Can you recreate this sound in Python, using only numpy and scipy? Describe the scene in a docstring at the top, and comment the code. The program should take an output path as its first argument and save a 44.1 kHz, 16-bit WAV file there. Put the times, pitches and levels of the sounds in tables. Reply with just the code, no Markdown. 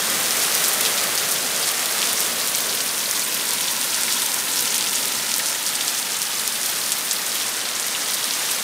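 """Water pouring off the eaves in heavy rain, heard close up from under the edge of a tiled roof.
The streams break into lumps that slap, spatter and spray on wet ground and plop into puddles.
Behind them the roof drums low and the rain farther out in the garden is an even wash.
A nearby surface reflects the wash and colours it as the one microphone drifts along the eaves."""
import sys
import numpy as np
from scipy import signal
from scipy.fft import rfft, irfft
from scipy.io import wavfile

SR = 44100
rng = np.random.default_rng(int(sys.argv[2]) if len(sys.argv) > 2 else 0)


def dump_mix(stems):
    """Bounce the given channels to the path in sys.argv[1] as a 16-bit WAV at rate SR."""
    frames = np.atleast_2d(stems).T  # one column per channel
    limited = np.clip(frames, -1, 1)  # hard clip at full scale
    pcm = np.round(limited * 32767).astype(np.int16)
    wavfile.write(sys.argv[1], SR, pcm)


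N = 380583


# Flow off the eaves, close to the microphone, in relative levels: time_s, spatter_db, mist_db
EAVES_FLOW = [(0, -26.5, -29.5), (.6, -27, -27), (1.1, -27.5, -29), (1.55, -27.5, -31), (2.15, -25, -28.5),
              (2.5, -27.5, -29.5), (3.1, -27, -29), (3.8, -25, -29.5), (4.35, -27.5, -29), (4.75, -23, -30),
              (5.5, -27, -31.5), (6.25, -28, -32.5), (6.75, -25.5, -30), (7.05, -30, -30.5),
              (7.4, -26.5, -32.5), (7.8, -27.5, -38), (8.2, -26, -31.5), (8.63, -26.5, -32.5)]
# Tone of the spatter on the ground under the eaves: frequency_hz, gain_db
SPATTER_TONE = [(300, -55), (1500, -16), (2600, -4), (3400, 1), (4500, 1.5), (6400, 3), (7600, 1),
                (9000, 5), (10500, -4), (16000, -35)]
def spatter(db=-2.26, drops_per_s=170, tick_s=.00022, sprays_per_s=45, spray_db=-3):
    """Drops from the eaves land on patches of ground, each with its own pitch; some burst into spray."""
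    out = np.zeros(N)
    for hz in np.geomspace(2700, 11000, 16):
        drops = evened(impacts(drops_per_s, 4.5, N) * gain_of(2 * drift(8, 60)))
        tick = around(np.exp(-np.arange(128) / SR / tick_s), hz, 1.35)
        bursts = puffs(sprays_per_s, spread_db=4.7, fade_s=.0051)
        spray = around(np.sqrt(bursts) * rng.standard_normal(N), hz, 1.138)
        out += evened(np.convolve(drops, tick)[:N]) + gain_of(spray_db) * evened(spray)
    flutter = gain_of(1.25 * drift(25, 90))
    return coloured(out * flutter, SPATTER_TONE) * gain_of(curve(EAVES_FLOW, column=1) + db)


# Tone of the fine mist near the microphone: frequency_hz, gain_db
MIST_TONE = [(2000, -27), (6000, -2.5), (7800, -2.5), (9100, 3.5), (10800, 1), (12300, 1), (13700, 0),
             (16000, -1.5)]
def mist(db=1.9, droplets_per_s=9000, puffs_per_s=160, puff_share=.34):
    """The finest droplets fizz above the spatter, partly in puffs."""
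    bursts = puffs(puffs_per_s, spread_db=4.5, fade_s=.0032)
    power = 1 - puff_share + puff_share * bursts / bursts.mean()
    fizz = impacts(droplets_per_s, 3.5, N) * np.sqrt(power)
    return coloured(fizz, MIST_TONE) * gain_of(curve(EAVES_FLOW, column=2) + db)


# Big lumps landing nearest the microphone, in relative levels: start_s, slap_db, pitch_hz, spray_db
NEAR_LUMPS = [(.308, -12, 5000, -22), (0.414, -18, 4800, -21), (0.5517, -11, 9800, -26),
              (0.6414, -14, 6200, -17.5), (0.8518, -13, 4700, -20), (.9767, -16, 5200, -21.5),
              (1.1774, -14, 5500, -22), (1.3113, -19, 8600, -21), (1.463, -19, 7200, -29),
              (1.6719, -20, 6800, -18), (2.018, -13, 4250, -28), (2.0283, -13.5, 3200, -25),
              (2.205, -12, 8500, -20.5), (2.4744, -14, 8500, -22.5), (2.5496, -11, 5800, -28),
              (2.6936, -20, 4400, -27), (2.8056, -15, 4280, -30), (2.9799, -21, 5800, -26),
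              (3.112, -11, 8500, -32), (3.1584, -19, 5600, -25), (3.195, -14, 7200, -24),
              (3.508, -13.5, 7100, -36), (3.9445, -14, 5400, -22), (4.0342, -12, 5970, -28),
              (4.1248, -12.5, 5800, -20), (4.2184, -22, 7000, -24), (4.263, -14, 6900, -34),
              (4.3434, -14, 7800, -29), (4.559, -18, 8000, -22), (4.5939, -14, 4200, -32),
              (4.7447, -15, 5100, -33), (4.781, -12, 6960, -28), (4.8416, -16, 5400, -31),
              (4.958, -16, 6600, -27), (5.0554, -15, 7800, -28), (5.317, -15, 4500, -36),
              (5.3407, -10, 5500, -27), (5.3824, -13, 10900, -26), (5.4596, -14, 6640, -21.5),
              (5.4851, -18, 6300, -28), (5.664, -21, 6400, -20.5), (5.7542, -15, 6400, -24),
              (5.8098, -14, 3670, -28), (5.8805, -11.5, 5600, -21.5), (5.9776, -22, 6440, -21.5),
              (6.12, -18, 5500, -26.5), (6.2185, -14, 6630, -25), (6.3964, -16, 8300, -26),
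              (6.4774, -10, 7800, -33), (6.632, -16, 6500, -28), (6.92, -10.5, 7540, -22),
              (7.112, -11.5, 5500, -23), (7.2935, -20, 6600, -25), (7.4006, -21, 5500, -27),
              (7.568, -20, 6600, -30), (7.7143, -22, 4400, -39), (7.7983, -16, 7460, -30),
              (7.866, -18, 9800, -23), (8.1361, -19, 7200, -22.5), (8.309, -13.5, 3680, -30),
              (8.5137, -14, 9700, -23)]
def big_splashes():
    """The heaviest lumps fall from the eaves and splash close by."""
    out = np.zeros(N)
    for start_s, slap_db, hz, spray_db in NEAR_LUMPS:
        add(out, start_s, splash(slap_db - .4, hz, spray_db - 4))
    return out


def runoff(gush_s=.047, doubling_db=-19.5, mist_follows=.63):
    """Spatter and mist swell together as the streams waver and thicken around each big lump."""
    t, power = np.arange(N) / SR, 1
    for start_s, _, _, spray_db in NEAR_LUMPS:
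        power += gain_of(spray_db - doubling_db) ** 2 * np.exp(-((t - start_s) / gush_s) ** 2)
    swell_db = 10 * np.log10(power) + .2 * drift(2.3, 9)
    return spatter() * gain_of(swell_db) + mist() * gain_of(mist_follows * swell_db)


def small_splashes(centre_hz=6200, spread_octaves=.41, spread_db=2, count=48):
    """Smaller lumps break off the streams at uneven intervals, louder when the flow is stronger."""
    out, flow_db = np.zeros(N), curve(EAVES_FLOW, column=1)
    starts = (np.arange(count) + rng.random(count)) / count * (N - 1) / SR
    for start_s, (weight, pitch) in zip(starts, rng.standard_normal((count, 2))):
        db = flow_db[int(start_s * SR)] + spread_db * np.tanh(weight)
        hz = min(centre_hz * 2 ** (spread_octaves * pitch), SR / 4)
        add(out, start_s, splash(db + 5.2, hz, db - 6.5))
    return out


def splash(slap_db, hz, spray_db, spray_peak_s=.0063, gap_s=.011, size=3000):
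    """A lump slaps down, two drops follow, and its spray patters for a few hundredths of a second."""
    age = np.arange(size) / SR / spray_peak_s
    droplets = evened(around(impacts(7000, 2.3, size), hz, 1.55))
    out = gain_of(spray_db) * droplets * age * np.exp(1 - age)
    following = [(gap_s * (k + rng.uniform(.46, 1)), spray_db + 3) for k in range(2)]
    for start_s, db in [(0, slap_db)] + following:
        add(out, start_s, gain_of(db) * slap(hz))
    return out


def slap(hz, cycles=4.5, energy_s=.0014, size=256):
    """Water hits wet ground; bigger lumps sound lower and take longer to flatten."""
    push = rng.standard_normal(size) * np.exp(-np.arange(size) / SR * hz / cycles)
    push[0] = 4  # the sharp front
    burst = around(push, hz, 1.5)
    return burst / np.linalg.norm(burst) * np.sqrt(SR * energy_s)


# Big lumps plunging into the puddles under the eaves: start_s, level_db, pitch_hz
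PUDDLE_PLUNGES = [(0.86, -22.5, 3080), (.978, -25, 3200), (1.178, -28, 4820), (2.694, -27, 4400),
                  (3.127, -28, 1650), (3.175, -32, 1750), (3.606, -28, 3500), (3.68, -24, 3700),
                  (4.081, -24.5, 2170), (4.122, -26, 6100), (5.313, -27, 2670), (5.398, -26, 2050),
                  (5.88, -27, 3880), (6.815, -27, 3500), (6.919, -25, 3700), (7.11, -22, 6400),
                  (7.163, -25, 4100), (7.355, -29, 3300), (7.411, -24, 3900), (7.653, -24, 4200),
                  (7.949, -23.5, 3100), (8.228, -25.5, 4300)]
def plops(lift_db=.5, fade_s=.0068, size=2200):
    """A lump plunging into a puddle traps a cluster of bubbles, which ring together in a dull splat."""
    out, t = np.zeros(N), np.arange(size) / SR
    for start_s, level_db, hz in PUDDLE_PLUNGES:
        cluster = around(rng.standard_normal(size) * np.exp(-t / fade_s), hz, 1.25)
        cluster *= np.sqrt(SR * fade_s) / np.linalg.norm(cluster)
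        add(out, start_s, gain_of(level_db + lift_db) * cluster)
    return out


def bubbles(db=-48, per_pitch_per_s=3, cycles=9, rise=.06, size=2200):
    """Small bubbles in the puddles ring briefly, their pitch rising as they surface."""
    out, t = np.zeros(N), np.arange(size) / SR
    for hz in np.geomspace(1700, 6000, 20):
        age = t * hz / cycles
        ring = np.sin(2 * np.pi * hz * t * (1 + rise * age / 2)) * np.exp(-age)
        out += signal.oaconvolve(impacts(per_pitch_per_s, 2.4, N), ring)[:N]
    return gain_of(db) * evened(out)


# Rain overhead and out in the garden, in relative levels: time_s, roof_db, garden_db, hollow_db
RAINFALL = [(0, -37.5, -29.5, -39.5), (.7, -39, -28.5, -36.5), (1.45, -38, -31, -38),
            (1.7, -42.5, -30.5, -38.5), (2.15, -39, -31, -40), (2.8, -40.5, -33, -40),
            (3.4, -40.5, -33, -44), (4.2, -41, -32, -51), (4.8, -39.5, -33, -45),
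            (5.4, -42.5, -33.5, -44.5), (6.3, -43, -33.5, -56), (6.8, -42.5, -33.5, -46.5),
            (7.6, -43.5, -33, -46.5), (8.63, -43, -32.5, -44.5)]
# Tone of the tiled roof above the microphone: frequency_hz, gain_db
ROOF_TONE = [(20, -61), (32, -44), (50, -30), (75, -19), (115, -7), (160, -2.5), (230, 1.5), (330, -1.5),
             (520, -3.5), (750, -7.5), (1200, -12.5), (3000, -36)]
# Tone of the garden at a distance: frequency_hz, gain_db
GARDEN_TONE = [(100, -44), (400, -10), (750, -4), (1000, -2), (1400, -1), (2000, -0.7), (2800, -3),
               (5000, -4), (9000, -5.5), (16000, -15)]
def far_rain(hollow_hz=520, swell_db=.52):
    """Countless drops merge into the roof's drumming, the garden's wash and a ring under the tiles."""
    roof = coloured(rng.standard_normal(N), ROOF_TONE) * gain_of(curve(RAINFALL, column=1))
    garden = coloured(rng.standard_normal(N), GARDEN_TONE) * gain_of(curve(RAINFALL, column=2) + 5.5)
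    hollow = evened(around(rng.standard_normal(N), hollow_hz, 1.3))
    hollow *= gain_of(curve(RAINFALL, column=3) - 1)
    return (roof + garden + hollow) * gain_of(swell_db * drift(1, 8.9))


# Bounce off a nearby surface as the microphone drifts along the eaves: time_s, delay_ms, strength
BOUNCE = [(0, 1.67, 0.16), (1.5, 1.5, 0.25), (2.1, 1.66, 0.04), (2.7, 1.85, .22), (3.3, 1.98, 0.4),
          (3.9, 2.1, .42), (4.5, 2.16, .42), (5.1, 2.2, .4), (5.8, 2.26, 0.4), (6.3, 2.4, 0.15),
          (6.9, 2.3, 0.1), (8.63, 3.5, 0.1)]
def with_reflection(direct, hz=1020, spread=1.42):
    """The reflection arrives by a longer path and combs the middle range of the rain."""
    # filtered forwards and backwards, so that only the path delays it
    reflected = around(around(direct, hz, spread)[::-1], hz, spread)[::-1]
    t = np.arange(N) / SR
    delay_s = curve(BOUNCE, column=1) / 1000
    return direct + curve(BOUNCE, column=2) * np.interp(t - delay_s, t, reflected)


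def impacts(per_s, spread_db, length):
    """Random clicks, mostly small and a few large."""
    hit = rng.random(length) < per_s / SR
    rank = np.minimum(rng.exponential(1, length), 4.5)
    return hit * gain_of(spread_db * rank) * rng.choice([-1, 1], length)


def puffs(per_s, spread_db, fade_s):
    """Power of random bursts that start at once and die away."""
    keep = np.exp(-1 / (fade_s * SR))
    return signal.lfilter([1 - keep], [1, -keep], impacts(per_s, spread_db, N) ** 2)


def drift(slow_hz, fast_hz):
    """Random wander of rms one between two rates."""
    hz = np.fft.rfftfreq(N, 1 / SR)
    band = hz / (hz + slow_hz) / (1 + (hz / fast_hz) ** 2)
    return evened(irfft(rfft(rng.standard_normal(N)) * band, N))


def coloured(x, tone, size=16384):
    """Shapes x to a tone at rms one; the filter is causal, so clicks keep their sharp fronts."""
    hz, db = np.transpose(tone)
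    log_hz = np.log(abs(np.fft.fftfreq(size, 1 / SR)) + 1)
    log_gain = np.log(gain_of(np.interp(log_hz, np.log(hz), db)))
    minimum_phase = np.exp(np.conj(signal.hilbert(log_gain)))
    taps = np.fft.ifft(minimum_phase).real[:size // 2]
    return evened(signal.oaconvolve(x, taps)[:N])


def around(x, hz, spread):
    """Keeps the band from hz / spread to hz * spread."""
    edges = [hz / spread, min(hz * spread, SR * .45)]
    return signal.lfilter(*signal.butter(2, edges, "band", fs=SR), x)


def gain_of(db):
    """Decibels to a factor."""
    return 10 ** (np.asarray(db) / 20)


def evened(x):
    """Scales to an rms of one."""
    return x / np.sqrt(np.mean(x ** 2) + 1e-20)


def curve(rows, column):
    """One column of a timed table, sample by sample."""
    rows = np.array(rows)
    return np.interp(np.arange(N) / SR, rows[:, 0], rows[:, column])


def add(mix, start_s, sound):
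    """Mixes a sound in at start_s."""
    part = mix[max(round(start_s * SR), 0):][:len(sound)]
    part += sound[:len(part)]


def scene():
    """All the water reaches one microphone under the eaves, which feeds both channels."""
    background = with_reflection(far_rain())
    close_water = runoff() + big_splashes() + small_splashes() + plops() + bubbles()
    return np.array([close_water + background] * 2)


def record(dry, edge_hz=15650):
    """The hardest slaps are rounded off, and the recorder limits the band."""
    rounded = dry / (1 + dry ** 4) ** (1 / 4)
    lowpass = signal.firwin(511, edge_hz, window=("kaiser", 9), fs=SR)
    return signal.oaconvolve(rounded, lowpass[None], "same")


dry = scene()
out = record(dry)
dump_mix(out)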